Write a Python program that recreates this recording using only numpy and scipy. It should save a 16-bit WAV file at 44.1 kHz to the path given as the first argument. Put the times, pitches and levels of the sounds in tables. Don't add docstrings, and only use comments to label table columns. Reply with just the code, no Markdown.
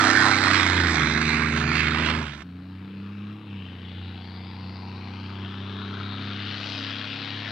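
import sys
import numpy as np
from scipy import signal
from scipy.fft import rfft, irfft
from scipy.io import wavfile
from scipy.ndimage import uniform_filter1d, minimum_filter1d

SR = 44100
rng = np.random.default_rng(int(sys.argv[2]) if len(sys.argv) > 2 else 0)


def unload_wav(signal):
    wavfile.write(
        sys.argv[1],
        SR,
        np.round(np.clip(np.atleast_2d(signal).T, -1, 1) * 32767).astype(np.int16),
    )


N = 331191
TIME = np.arange(N) / SR
WINDOW = dict(nperseg=1024, noverlap=768)
BIN_HZ, FRAME_S, _ = signal.stft(TIME, SR, **WINDOW)

# time in seconds, crank turns a second.
AWAY_REVS = [(0, 32.7), (.31, 32.9), (.6, 30.5), (.84, 28.5), (1.02, 25.6), (1.3, 25.85), (2.18, 26.2),
             (2.33, 24), (2.42, 23)]


def truck_away():
    # multiple of the crank speed, then relative dB at each stage.
    orders = [(4, -10, -24, -21), (5, -30, -12, -17.5), (7, -9.5, -11.5, -18.5), (8, -4.5, -17.5, -14),
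              (9, -5, -9, -2.5), (10, -2.5, -11, -14.5), (11, -16, -7.5, -13), (12, -24, -7, -14.5),
              (13, -13.5, -10.5, -9), (14, -32, -19, -19.5), (15, -39, -31, -18.5), (16, -28, -16, -14),
              (18, -36, -34, -23)]
    stages_s = (0.25, 0.92, 1.13)
    # frequency in Hz, relative level in dB.
    colour = [(80, -57), (300, -22), (520, -14), (750, -8.5), (1100, -3.5), (1450, 1), (2100, -3),
              (3000, -9.5), (4000, -11.5), (5200, -18), (6500, -24.5), (8500, -30.5), (9700, -41.5),
              (13000, -70.5)]
    # time in seconds, delay in ms, signed strength.
    echo = [(0, 0.52, .07), (.75, .55, 0.14), (1.5, 0.48, 0.27), (2.43, 0.32, .2)]
    # peak time and half length in seconds,
    # centre in Hz, glide in octaves a second, relative lift in dB.
    sweeps = [(0.09, 0.29, 1350, .4, 1), (0.096, .5, 2790, 0.064, -6), (0.097, 0.35, 800, 0, 3),
              (.65, 0.2, 1920, .3, 2.5), (1.15, .38, 3060, 0.27, -8.5), (1.446, 0.26, 2472, 0.0095, 3.5),
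              (1.6, 0.58, 700, 0.12, -2.5), (1.9, 0.42, 4100, .3, -0.5)]
    # frequency in Hz, left minus right in dB, left lead in radians, coherence.
    image = [(100, 0, 0, 1), (200, -1, 0, 1), (320, -2.5, 0, .995), (560, -7.5, .05, .88),
             (1200, -12, .7, .88), (2100, -12.5, 0, .91), (3100, -12, -1.2, .9), (4600, -10, -1.9, .89),
             (7000, -9, -2.5, .86), (8600, -9, -1.6, .85)]
    turns = crank(AWAY_REVS, jitter_turns=0.0057)
    low = drone(turns, away_levels, orders, stages_s, waver_db=1.2, rumble_db=-8.5)
    gas = puffs(turns, depth_db=8.0, uneven_db=2.0)
    high = rasp(gas, away_levels, colour, echo, sweeps, image, shimmer_db=1.56)
    return pan_low(low + pipe_ring(away_levels), image) + high


def truck_toward():
    # time in seconds, turns a second.
    revs = [(2.44, 29.44), (2.85, 32), (3.3, 34.36), (3.41, 35.35), (3.7, 30.34), (4.4, 30.95), (7.5, 34.8)]
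    orders = [(4, -14, -10, -11, -8.5), (5, -12, -17, -18, -15), (7, -20, -6, -7, -7),
              (8, -10, -8.5, -12.5, -3.5), (9, -4, -18, -5.5, -10), (10, -15.5, -10, -20, -19.5),
              (11, -20.5, -18.5, -12.5, -18), (12, -26, -17, -13.5, -29), (13, -18.5, -27, -14, -16),
              (14, -23, -18, -24, -17), (15, -28, -21, -25, -36), (16, -27, -20.5, -25.5, -29)]
    colour = [(80, -34), (300, -17), (520, -8.5), (750, -1.5), (1000, -0.5), (1350, 0.5), (1900, -1),
              (2800, 2.5), (3900, 3.5), (4700, -4.5), (5500, -15.5), (6500, -28), (8000, -44), (10000, -63)]
    echo = [(2.43, 0.83, -0.023), (4.1, 0.87, -0.21), (4.6, 0.61, -0.23), (5.1, 0.6, -0.33),
            (5.5, 0.46, -0.18), (6.0, 0.4, -0.33), (6.4, 0.37, 0.13)]
    sweeps = [(2.85, .22, 4850, -.2, 6), (3.15, 0.37, 2600, -0.16, 8.5), (3.3, 0.36, 1190, -.3, 8.5),
              (3.5, 0.37, 4240, -.15, -8.5), (3.9, .25, 3400, 0.9, 7.5), (4.55, 0.55, 870, .12, 6.5),
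              (4.6, .5, 4850, 0.09, 13), (5.0, 0.27, 3483, 0.7, -5), (5.5, 0.39, 3300, 0.3, 5.5),
              (5.9, 0.6, 1360, 0.1, 4), (6.8, .7, 920, 0, -6), (7.1, .7, 1709, 0.3, 3.5)]
    image = [(170, 0, 0, 1), (320, 1, 0, .995), (560, 4.5, -.1, .88), (1000, 8, -.15, .92),
             (2200, 8.3, -.08, .97), (4500, 6.8, -.15, .97), (7000, 4.5, -.2, .75)]
    stages_s = (3.348, 3.878, 5.9, 7)
    turns = crank(revs, jitter_turns=0.0023)
    low = drone(turns, toward_levels, orders, stages_s, waver_db=2.0, rumble_db=-8)
    gas = puffs(turns, depth_db=7.5, uneven_db=0.0)
    high = rasp(gas, toward_levels, colour, echo, sweeps, image, shimmer_db=1.0)
    return pan_low(low, image) + high


def away_levels(t):
    # opening dB, fade in dB
    # a second, share of the surges, lift-off start and length in seconds, lift-off drop in dB.
    layers = [(-35, -0.5, 0, 2.2, .13, 13), (-32, 1, 0, 2.18, 0.22, 10.5),
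              (-28.5, 1.47, 0, 2.203, 0.09, 12.4), (-20, 4.5, 0.45, 2.147, 0.21, 13.8),
              (-31, 1.15, 1.2, 2.107, 0.29, 18), (-37.5, 8, 1.3, 2.18, 0.18, 7.9)]
    # peak time and half length in seconds, dB at full share.
    surges = [(.27, .06, 1.0), (.55, 0.097, 2.5), (.92, 0.031, 2), (1.13, 0.12, -1.5), (1.32, .06, 1),
              (1.48, .06, -2.2), (1.67, 0.047, -4), (1.79, 0.092, 3), (2.08, 0.051, 4)]
    surge_db = swells(surges, t)
    note, octave, *rest = [db - fade * t + share * surge_db - drop * np.clip((t - off_s) / length, 0, 1)
                           for db, fade, share, off_s, length, drop in layers]
    note_hz = 3 * follow(AWAY_REVS, t)[0]
    boom_db = 8 * bell(note_hz, centre=86.2, width=5.9)
    off_resonance_db = 11 * (1 - bell(2 * note_hz, centre=152.3, width=23))
    return [note + boom_db, octave - off_resonance_db, *rest]


def toward_levels(t):
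    # time in seconds, then firing note, octave and overtones in dB.
    drone_levels = [(2.44, -46.5, -42, -45.5), (3.2, -41, -38, -45), (3.56, -38.5, -39.5, -43.5),
                    (3.7, -42.5, -46.5, -42.5), (4.6, -39.5, -43.5, -44.5), (6.15, -36, -39, -41),
                    (6.95, -41, -47, -42.5), (7.5, -40, -47, -44)]
    # time in seconds, then rasp, bright edge and fizz in dB.
    rasp_levels = [(2.44, -58.5, -63, -81), (3.3, -52.5, -54.5, -75.5), (3.9, -52.5, -49.5, -75),
                   (4.75, -49, -52, -66.5), (6.1, -42, -43, -67.5), (6.4, -41.5, -39.5, -60.5),
                   (6.7, -41, -37, -49.5), (6.97, -41, -37.5, -56.5), (7.5, -41, -39, -58)]
    dips_db = [6.5, 9, 1.5, 1.9, 4.4, 6]
    # peak time and half length in seconds, lift in dB.
    note_swells = [(2.55, .05, 3), (2.78, .05, 3.5), (2.9, .05, -5), (4.05, 0.14, 4), (5.9, .15, -2),
                   (7.2, 0.11, -2.5)]
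    shifting = bell(t, centre=3.425, width=0.069)
    layers = follow(drone_levels, t) + follow(rasp_levels, t)
    note, *rest = [db - dip * shifting for db, dip in zip(layers, dips_db)]
    return [note + swells(note_swells, t), *rest]


def crank(revs, jitter_turns):
    return np.cumsum(follow(revs, TIME)[0]) / SR + jitter_turns * wander(rate_hz=44) + 1


def puffs(turns, depth_db, uneven_db):
    cylinders_db = [-1.4, 0.95, 0.36, -1.6, 0.66, 0.019]
    firings = 3 * turns + .25
    burst = np.interp(firings % 1, [0, .15, .35, 1], [0.12, 1, 0.95, 0.051])
    strength_db = np.resize(cylinders_db, 1024) + uneven_db * rng.uniform(-1, 1, 1024)
    chop = gain_of(burst * (depth_db + strength_db[firings.astype(int)]))
    return unit_rms(chop * rng.standard_normal((2, N)))


def rasp(gas, levels, colour, echo, sweeps, image, shimmer_db):
    hz = BIN_HZ[:, None]
    delay_ms, strength = follow(echo, FRAME_S)
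    road_comb = abs(1 + strength * np.exp(-2j * np.pi * hz * delay_ms / 1000))
    shape = gain_of(spectrum_at(colour, hz)[0]) * road_comb
    for peak_s, half_s, middle_hz, glide, lift_db in sweeps:
        centre_hz = middle_hz * 2 ** (glide * (FRAME_S - peak_s))
        band = bell(hz, centre_hz, 100 + 0.083 * centre_hz)
        shape *= gain_of(lift_db * bell(FRAME_S, peak_s, half_s) * band)
    shape = ride_bands(shape, levels(FRAME_S)[-3:])
    shape *= gain_of(shimmer_db * patches(shape.shape, bins=16, frames=14))
    shape *= gain_of(1.5 * patches(shape.shape, bins=3, frames=40))
    return spread_gas(gas, shape, image)


def ride_bands(shape, levels_db):
    bands_hz, centres_hz = [(600, 2400), (2400, 5000), (5000, 9000)], [1600, 3500, 5400]
    shares = [np.interp(np.log(BIN_HZ[:, None] + 1), np.log(centres_hz), row) for row in np.eye(3)]
    for _ in range(2):
        powers = [np.sum(shape[(BIN_HZ >= lo) & (BIN_HZ < hi)] ** 2, axis=0) / len(BIN_HZ)
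                  for lo, hi in bands_hz]
        lifts_db = [db - 10 * np.log10(power) for db, power in zip(levels_db, powers)]
        shape = shape * gain_of(sum(share * lift for share, lift in zip(shares, lifts_db)))
    return shape


def spread_gas(gas, shape, image):
    right, loose = signal.stft(gas, SR, **WINDOW)[2]
    balance_db, lead, coherence = spectrum_at(image, BIN_HZ[:, None])
    coherence, tilt = np.clip(coherence, 0, 1), gain_of(balance_db)
    left = tilt * np.exp(1j * lead) * (coherence * right + np.sqrt(1 - coherence ** 2) * loose)
    mid_gain = np.sqrt(1 + tilt ** 2 + 2 * tilt * coherence * np.cos(lead)) / 2
    return signal.istft(np.array([left, right]) * shape / mid_gain, SR, **WINDOW)[1][:, :N]


def drone(turns, levels, orders, stages_s, waver_db, rumble_db):
    # frequency in Hz, relative dB.
    rumble_colour = [(20, -25.5), (45, -16.5), (65, -4.5), (105, -3), (126, -7.5), (136, 9.5), (148, 0),
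                     (180, 1.5), (260, 4), (400, -7), (600, -11.5), (1000, -60.5)]
    note_db, octave_db, overtone_db, *_ = levels(TIME)
    overtones = np.zeros(N)
    for order, *stage_db in orders:
        lag = rng.random() * (order % 3 > 0)
        strength_db = np.interp(TIME, stages_s, stage_db) + waver_db * wander(rate_hz=5)
        overtones -= gain_of(strength_db) * np.cos(2 * np.pi * (order * turns + lag))
    note_db += .7 * wander(rate_hz=11)
    octave_db += 1.2 * wander(rate_hz=9)
    firing_phase = 6 * np.pi * turns
    note = -gain_of(note_db) * np.cos(firing_phase) - gain_of(octave_db) * np.sin(2 * firing_phase)
    throb = gain_of(.5 * wander(rate_hz=27))
    rumble = gain_of(rumble_db) * noise(rumble_colour)
    return throb * (np.sqrt(2) * note + gain_of(overtone_db) * (np.sqrt(2) * overtones + rumble))


def pipe_ring(levels, pitch_hz=136.3, below_octave_db=6):
    _, octave_db, *_ = levels(TIME)
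    cycles = pitch_hz * TIME + 0.24 * wander(rate_hz=8)
    ring_db = octave_db - below_octave_db + 2.1 * wander(rate_hz=6.7)
    return np.sqrt(2) * gain_of(ring_db) * np.sin(2 * np.pi * cycles)


def pan_low(x, image):
    tilt = gain_of(spectrum_at(image, np.fft.rfftfreq(N, 1 / SR))[0])
    return irfft(rfft(x) * 2 * np.array([tilt, np.ones_like(tilt)]) / (1 + tilt), N)


def hiss(level_db=-76.5):
    # frequency in Hz, relative level in dB.
    colour = [(100, 0), (1000, -2), (6000, -7), (10000, -9.5), (15500, -10)]
    return gain_of(level_db) * (noise(colour) + 0.31 * np.array([noise(colour), noise(colour)]))


def gain_of(db):
    return 10 ** (np.asarray(db) / 20)


def unit_rms(x):
    return x / np.sqrt(np.mean(x ** 2) + 1e-20)


def follow(rows, t):
    seconds, *columns = np.transpose(rows)
    return [np.interp(t, seconds, c) for c in columns]


def spectrum_at(rows, hz):
    row_hz, *columns = np.transpose(rows)
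    return [np.interp(np.log(hz + 1), np.log(row_hz + 1), c) for c in columns]


def noise(colour):
    colour_db, = spectrum_at(colour, np.fft.rfftfreq(N, 1 / SR))
    return unit_rms(irfft(rfft(rng.standard_normal(N)) * gain_of(colour_db), N))


def wander(rate_hz):
    knots = rng.standard_normal(2048)
    return unit_rms(np.interp(TIME * rate_hz, np.arange(len(knots)), knots))


def patches(shape, bins, frames):
    field = uniform_filter1d(rng.standard_normal(shape), size=bins, axis=0)
    return unit_rms(uniform_filter1d(field, size=frames, axis=1))


def bell(x, centre, width):
    return np.exp(-((x - centre) / width) ** 2)


def swells(rows, t):
    return sum(db * bell(t, peak_s, half_s) for peak_s, half_s, db in rows)


def scene():
    switch_s, crossfade_s = 2.431, .012
    approaching = np.clip((TIME - switch_s) / crossfade_s + .5, 0, 1)
    return hiss() + (1 - approaching) * truck_away() + approaching * truck_toward()


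def record(dry):
    ceiling, top_hz = .72, 15700
    peak_gain = np.minimum(1, ceiling / (abs(dry).max(axis=0) + 1e-9))
    held = dry * uniform_filter1d(minimum_filter1d(peak_gain, size=121), size=121)
    lowpass = signal.firwin(511, top_hz, window=("kaiser", 9), fs=SR)
    return signal.oaconvolve(held, lowpass[None], "same")


dry = scene()
out = record(dry)
unload_wav(out)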